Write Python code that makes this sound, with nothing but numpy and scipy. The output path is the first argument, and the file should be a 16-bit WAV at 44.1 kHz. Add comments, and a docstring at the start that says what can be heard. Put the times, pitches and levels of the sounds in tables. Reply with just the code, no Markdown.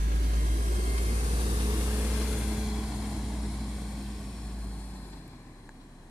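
"""At the kerb, a stereo microphone about 5 m from the path of a diesel city bus that is pulling away.
It comes on with the exhaust booming, the turbo whistling up, the gears moaning and the drive whining.
At 1.8 s the rear engine is abreast: the block clatters, the cooling fan drones, the turbo's air hisses.
The bus recedes; at 5.1 s the throttle closes, boom and hiss sink and the revs fall towards idle.
Two small close clicks follow, the last ringing the microphone's ports. Far traffic murmurs throughout."""
import sys
import numpy as np
from scipy import signal
from scipy.fft import rfft, irfft, next_fast_len
from scipy.io import wavfile
from scipy.ndimage import uniform_filter1d, map_coordinates

SR = 44100
rng = np.random.default_rng(int(sys.argv[2]) if len(sys.argv) > 2 else 0)


def master_out(mix):
    """Clip the mix to full scale and print it as 16-bit PCM to the path in sys.argv[1]."""
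    frames = np.transpose(np.atleast_2d(mix))
    ceiling = np.clip(frames, -1, 1)
    pcm = np.round(ceiling * 32767).astype(np.int16)
    wavfile.write(sys.argv[1], SR, pcm)


N = 269010
TIME = np.arange(N) / SR

# Engine revs, held under load, then dropping to idle: time_s, firing_hz
REVS = [(0.0, 52.1), (0.07, 54.4), (0.19, 54.67), (2.21, 60.09), (2.8, 58.8), (3.5, 58), (4.3, 56.15),
        (4.94, 52.83), (5.2, 46.06), (5.4, 38.2), (5.71, 33.8), (6.1, 31.8)]
# Exhaust boom along the street, before the throttle's cut: time_s, level_db
BOOM_LEVEL = [(0.0, -25.5), (0.18, -25.5), (2.12, -29), (2.8, -33), (3.0, -36.5), (3.49, -34.5),
              (4.26, -40.5), (4.66, -35.5), (5.1, -45.5)]
# Engine rumble beside the bus and as it recedes: freq_hz, relative_db
RUMBLE_NEAR = [(20, -25), (45, -3), (90, 2.5), (130, 0), (190, -0.5), (300, -2.5), (400, -5), (480, -9.5),
               (600, -27.5), (900, -35)]
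RUMBLE_TAIL = [(20, -19), (45, 0), (85, 2.5), (130, 3), (190, -0.5), (290, 0.5), (350, -5.5), (430, -9.5),
               (550, -19.5), (900, -47)]
# Clatter and hiss beside the bus's flank and engine bay: freq_hz, relative_db
CLATTER_FLANK = [(300, -22), (460, -1), (600, -1), (740, 0.5), (860, -4), (1050, 0.5), (1300, -5.5),
                 (1700, -5), (2200, -7.5), (2700, -9), (3500, -13.5), (4200, -10), (5200, -15),
                 (6000, -12.5), (7500, -20), (9500, -42)]
CLATTER_BAY = [(300, -8.5), (460, 0), (600, -2), (900, -1.5), (1090, -3), (1270, -7.5), (1600, -5),
               (2000, -9), (2900, -10.5), (3400, -11.5), (4300, -11.5), (5200, -17.5), (7500, -25),
               (9500, -47)]
HISS_NEAR = [(3000, -13.5), (6000, -7), (7500, -7), (8400, -3.5), (9300, -2), (10100, -4.5), (11200, -8.5),
             (12500, -12), (14300, -14.5)]
# Clatter and hiss of the receding bus, coloured by the microphone's port resonances: freq_hz, relative_db
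CLATTER_TAIL = [(350, -19), (530, -6), (700, 0.5), (1090, -1), (1290, -11.5), (1480, -6.5), (1720, -6.5),
                (1980, -9), (2270, -8), (2850, -16), (3350, -9), (3650, -15.5), (4050, -6), (4600, -12),
                (5500, -15.5), (6100, -26), (9000, -49)]
HISS_TAIL = [(3000, -12.5), (6100, -6), (6900, -5), (7100, 1.5), (7400, -3), (8400, 0), (9300, 0),
             (10100, -2), (11200, -9.5), (12500, -13.5), (14300, -13)]
# Whines of the drive: start_s, end_s, start_hz, end_hz, level_db, width_hz, roughness
DRIVE_WHINES = [(.26, 0.583, 2115, 2130, -55, 29, 0.54), (0.684, 1.245, 2116, 2133, -50.5, 30.2, 0.54),
                (0.089, 1.498, 3140, 3245, -59.5, 90.3, 0.72), (0.301, .9, 6000, 5930, -71, 89, 1.5),
                (1.999, 2.9, 3410, 3357, -59.5, 130, 2.2), (3.601, 6.1, 4007, 4087, -78, 260, 3),
                (3.85, 4.6, 5470, 5560, -65, 482, 3.1)]
# Clicks by the microphone: start_s, level_db, tick_share
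CLOSE_CLICKS = [(5.279, -52, 1), (5.692, -39.5, 0)]
# Resonances of the microphone's ports, rung by a click: pitch_hz, relative_db, t60_s
MIC_PORT_MODES = [(920, -4, 0.016), (1660, 2, 0.014), (2330, -20, 0.0085), (4100, -11, .007),
                  (7080, -11, 0.014)]
# Spectrum of distant traffic: freq_hz, relative_db
TRAFFIC_SPECTRUM = [(40, -14), (90, -14.5), (260, 1.5), (420, -17.5), (750, -12.5), (1100, -13.5),
                    (1320, -24), (1720, -15.5), (2800, -32), (4050, -52), (6000, -29), (9400, -28),
                    (12000, -41)]
# Likeness of left and right for near and far sound: freq_hz, correlation
ALIKE_NEAR = [(60, 1), (290, 1), (630, 0.99), (1500, 0.67), (2400, 0.29), (3400, 0), (6000, 0),
              (9000, 0.082)]
ALIKE_FAR = [(60, 1), (290, 1), (630, 0.89), (1050, 0.96), (1400, 0.25), (3000, 0.31), (5500, 0.31),
             (7500, 0.044)]
# The bus's bearing at the microphone: time_s, left_minus_right_db, left_lag_ms
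BUS_BEARING = [(0, -2, 0.45), (1.55, 6, 0.26), (2.2, 10, 0.044), (3.3, 5, 0.012), (4.2, 5.5, -.01),
               (6.1, 14, -0.2)]
# Shading by the microphone's housing, which scales that balance: freq_hz, balance_factor
HOUSING_SHADOW = [(200, 0), (700, 0.23), (1300, 0.59), (2400, .3), (4300, 0.27), (8000, 0.66),
                  (14000, 1.53)]

PASS_S, SPEED_M_PER_S, ACCEL_M_PER_S2, ABREAST_M = 1.807, 3.68, 1, 4.88  # as the engine passes
BAY_FROM_M, BAY_TO_M, TURN_M = -1.05, 2.8, 1.87  # where the bay faces the kerb; length of a view change
FULL_FIRING_HZ = 60
LIFT_S, LIFT_FALL_S, LIFT_DB = 5.1, 0.24, -6.5  # the closing throttle cuts boom and hiss


def exhaust(firing_phase):
    """The silencer lets through the firing tone and little else; uneven cylinders add a half order."""
    boom_db = curves(BOOM_LEVEL)[0] + LIFT_DB * throttle_closed() + 0.28 * wobble(14)
    half_order = amp(-33.5) * tone(1.5 * firing_phase, rough=0.66, width_hz=6.4)
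    octave = amp(-43) * tone(2 * firing_phase, rough=0.72, width_hz=5)
    return amp(boom_db) * (tone(firing_phase, rough=0.062, width_hz=45) + half_order + octave)


def knocks(firing_phase, depth, scatter_db):
    """Gain that peaks at every firing; the six cylinders differ, and so does each stroke."""
    stroke = (firing_phase / (2 * np.pi)).astype(int)
    cylinders = rng.standard_normal(6)
    size_db = scatter_db * (cylinders[stroke % 6] + rng.standard_normal(1000)[stroke])
    pulse = np.abs(np.sin(firing_phase / 2)) ** 1.3
    return unit(1 + depth * amp(size_db) * pulse)


def engine_block(firing_hz, road_m):
    """Combustion shakes the block and panels; the colour turns as flank, engine bay and tail go by."""
    flank, bay, tail = facing(road_m)
    rumble = amp(3) * (np.hypot(flank, bay) * rush(RUMBLE_NEAR, ALIKE_NEAR)
                       + tail * rush(RUMBLE_TAIL, ALIKE_FAR))
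    clatter = (flank * amp(0.74) * rush(CLATTER_FLANK, ALIKE_NEAR)
               + bay * amp(0.9) * rush(CLATTER_BAY, ALIKE_NEAR)
               + tail * amp(-0.8) * rush(CLATTER_TAIL, ALIKE_FAR))
    rumble *= knocks(angle(firing_hz), depth=0.33, scatter_db=-1.5)
    clatter *= knocks(angle(firing_hz), depth=0.05, scatter_db=6.5)
    rumble *= pass_gain(road_m, firing_hz, distance_power=0.77, revs_power=1.4)
    clatter *= pass_gain(road_m, firing_hz, distance_power=0.96, revs_power=1.37)
    return amp(-40) * rumble + amp(-42.5) * clatter


def cooling_fan(firing_hz, road_m):
    """The fan slips behind the engine's speed and sounds mostly out of the rear grille."""
    views = facing(road_m - 0.63)  # the grille trails the engine
    blade_hz = 214.9 * (firing_hz / FULL_FIRING_HZ) ** 0.88
    phase = angle(blade_hz)
    # each tone has its own level from flank, bay and tail
    blade = amp([-9.5, 0.9, 2]) @ views * tone(phase, rough=0.064, width_hz=20)
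    fifth = amp([-9, -9.5, -10.5]) @ views * tone(1.5 * phase, rough=0.61, width_hz=20)
    octave = amp([-10, -4.5, -16.5]) @ views * tone(2 * phase, rough=0.3, width_hz=18)
    gain = amp(-39.5) * pass_gain(road_m, firing_hz, distance_power=0.69, revs_power=4.5)
    return gain * (blade + fifth + octave)


def turbo(firing_hz, road_m, spool_s=1.64, loudest_s=1):
    """Air rushes through the turbo while it is on boost; its fuzzy whistle climbs as it spools up."""
    flank, bay, tail = facing(road_m)
    boost = np.clip(TIME / spool_s, 0, 1)
    air = (np.hypot(flank, bay) * amp(-2) * rush(HISS_NEAR, ALIKE_NEAR)
           + tail * amp(-6) * rush(HISS_TAIL, ALIKE_FAR))
    air *= pass_gain(road_m, firing_hz, distance_power=1.04, revs_power=1.15)
    whistle_hz = np.interp(boost, [0, 1], [7560, 9540])
    whistle_db = -52.5 - 7 * ((TIME - loudest_s) / 0.4) ** 2
    whistle = np.array([tone(angle(whistle_hz), rough=2.33, width_hz=320) for side in range(2)])
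    flutter_db = 0.31 * wobble(11) + 0.47 * wobble(45)
    throttle_db = -8 * (1 - boost) ** 2 + LIFT_DB * throttle_closed()
    return amp(-42 + throttle_db + flutter_db) * air + amp(whistle_db) * whistle


def drive(axle_s=0.81, rise_db_per_s=15, fall_db_per_s=44):
    """The gears moan, loudest as the driven axle passes; thin whines and hisses swell and fade."""
    t = TIME - axle_s
    gear_hz = 366.7 + 150 * t
    gear_db = -42.5 - np.maximum(-rise_db_per_s * t, fall_db_per_s * t)
    gear_db += 2.5 * np.exp(-(t / 0.033) ** 2)  # brief swell with the wheel abreast
    out = amp(gear_db) * tone(angle(gear_hz), rough=0.38, width_hz=40)
    for start_s, end_s, start_hz, end_hz, level_db, width_hz, rough in DRIVE_WHINES:
        progress = np.clip((TIME - start_s) / (end_s - start_s), 0, 1)
        swell = np.sqrt(np.abs(np.sin(np.pi * progress)))
        pitch_hz = start_hz + (end_hz - start_hz) * progress
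        out += amp(level_db) * swell * tone(angle(pitch_hz), rough, width_hz)
    return out


def close_clicks():
    """Small clicks close by, a little left: a bright tick, or a short ring of the microphone's ports."""
    out, t = np.zeros(N + SR), np.arange(SR // 20) / SR
    ring = sum(amp(db - 60 * t / t60) * np.sin(2 * np.pi * hz * t) for hz, db, t60 in MIC_PORT_MODES)
    for start_s, level_db, tick_share in CLOSE_CLICKS:
        tick = np.diff(rng.standard_normal(len(t) + 1)) * amp(-60 * t / 0.013)
        click = (1 - tick_share) * ring + tick_share * tick
        out[round(start_s * SR):][:len(t)] += amp(level_db) * click
    return out[:N] * amp([[2.5], [-2.5]])


def distant_traffic():
    """Far-off traffic merges into a steady murmur."""
    return amp(-56) * rush(TRAFFIC_SPECTRUM, ALIKE_FAR)


def at_microphone(bus, patchy_db=1, ripple_db=2.84):
    """Sound reaches the two ports at different times, and the housing shades the treble."""
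    hz, t, spectra = signal.stft(bus, SR, nperseg=1024)
    hz = hz[:, None]
    time_s, balance_db, lag_ms = np.transpose(BUS_BEARING)
    lean_db = along(HOUSING_SHADOW, hz) * np.interp(t, time_s, balance_db)
    sides = amp(np.array([lean_db, -lean_db]) / 2)
    sides /= np.sqrt(np.mean(sides ** 2, axis=0))
    half_lag = np.exp(-1j * np.pi * hz * np.interp(t, time_s, lag_ms) / 1000)
    # broad patches differ left and right; fine ripples from road and fence reflections reach both
    patches = mottle(spectra.shape, bins=8, frames=16)
    ripples = mottle(spectra.shape[1:], bins=2, frames=60)
    colour_db = (patchy_db * patches + ripple_db * ripples) * hz / (hz + 500)
    spectra *= sides * amp(colour_db) * np.array([half_lag, half_lag.conj()])
    return signal.istft(spectra, SR, nperseg=1024)[1][:, :N]


def facing(road_m):
    """Gains of the flank, engine bay and tail as they face the microphone in turn."""
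    past_flank = np.clip(0.5 + (road_m - BAY_FROM_M) / TURN_M, 0, 1)
    past_bay = np.clip(0.5 + (road_m - BAY_TO_M) / TURN_M, 0, 1)
    return np.sqrt([1 - past_flank, past_flank * (1 - past_bay), past_flank * past_bay])


def pass_gain(road_m, firing_hz, distance_power, revs_power):
    """Gain that falls with distance and rises with revs; 1 when abreast at full revs."""
    distance_ratio = np.hypot(road_m, ABREAST_M) / ABREAST_M
    return (firing_hz / FULL_FIRING_HZ) ** revs_power / distance_ratio ** distance_power


def throttle_closed():
    """How far the throttle has closed, 0-1."""
    return np.clip((TIME - LIFT_S) / LIFT_FALL_S, 0, 1)


def rush(spectrum, alike):
    """Coloured stereo noise whose middle has rms 1."""
    def mid_side_gains(hz):
        spread = np.arccos(np.clip(along(alike, hz), -1, 1)) / 2
        return amp(along(spectrum, hz)) * np.array([np.cos(spread), np.sin(spread)])
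    mid, side = filtered(rng.standard_normal((2, N)), mid_side_gains)
    return np.array([mid + side, mid - side]) / np.std(mid)


def tone(phase, rough, width_hz):
    """A tone with a skirt of narrow noise, rms 1."""
    in_phase = (1 + rough * wobble(width_hz)) * np.sin(phase)
    return unit(in_phase + rough * wobble(width_hz) * np.cos(phase))


def mottle(shape, bins, frames):
    """A random pattern of rms 1, smoothed over frequency and time."""
    bands = uniform_filter1d(rng.standard_normal(shape), bins, axis=-2)
    return unit(uniform_filter1d(bands, frames, axis=-1))


def wobble(rate):
    """A smooth random curve, rate knots a second."""
    return map_coordinates(rng.standard_normal(4096), [TIME * rate], mode="mirror")


def filtered(x, response):
    """x shaped by a frequency response."""
    size = next_fast_len(N + SR // 2)
    return irfft(rfft(x, size) * response(np.fft.rfftfreq(size, 1 / SR)), size)[..., :N]


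def along(points, hz):
    """Interpolate (freq_hz, value) points on a log axis."""
    freq_hz, values = np.transpose(points)
    return np.interp(np.log(hz + 1), np.log(freq_hz + 1), values)


def curves(rows):
    """One value per sample for each column after the time."""
    time_s, *columns = np.transpose(rows)
    return [np.interp(TIME, time_s, column) for column in columns]


def angle(hz):
    """Running phase of a changing frequency."""
    return 2 * np.pi * np.cumsum(hz) / SR


def amp(db):
    """Decibels to gain."""
    return 10 ** (np.asarray(db) / 20)


def unit(x):
    """Scale to rms 1."""
    return x / np.sqrt(np.mean(x ** 2) + 1e-20)


def scene():
    """From the kerb: the bus gathers speed evenly, with clicks close by and traffic far off."""
    firing_hz, = curves(REVS)
    t = TIME - PASS_S
    road_m = SPEED_M_PER_S * t + ACCEL_M_PER_S2 * t ** 2 / 2  # engine's travel past the microphone
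    bus = (exhaust(angle(firing_hz)) + cooling_fan(firing_hz, road_m)
           + engine_block(firing_hz, road_m) + turbo(firing_hz, road_m) + drive())
    return at_microphone(bus) + close_clicks() + distant_traffic()


def record(dry, top_hz=14250):
    """The microphone keeps nothing above its band limit."""
    return filtered(dry, lambda hz: hz < top_hz)


dry = scene()
out = record(dry)
master_out(out)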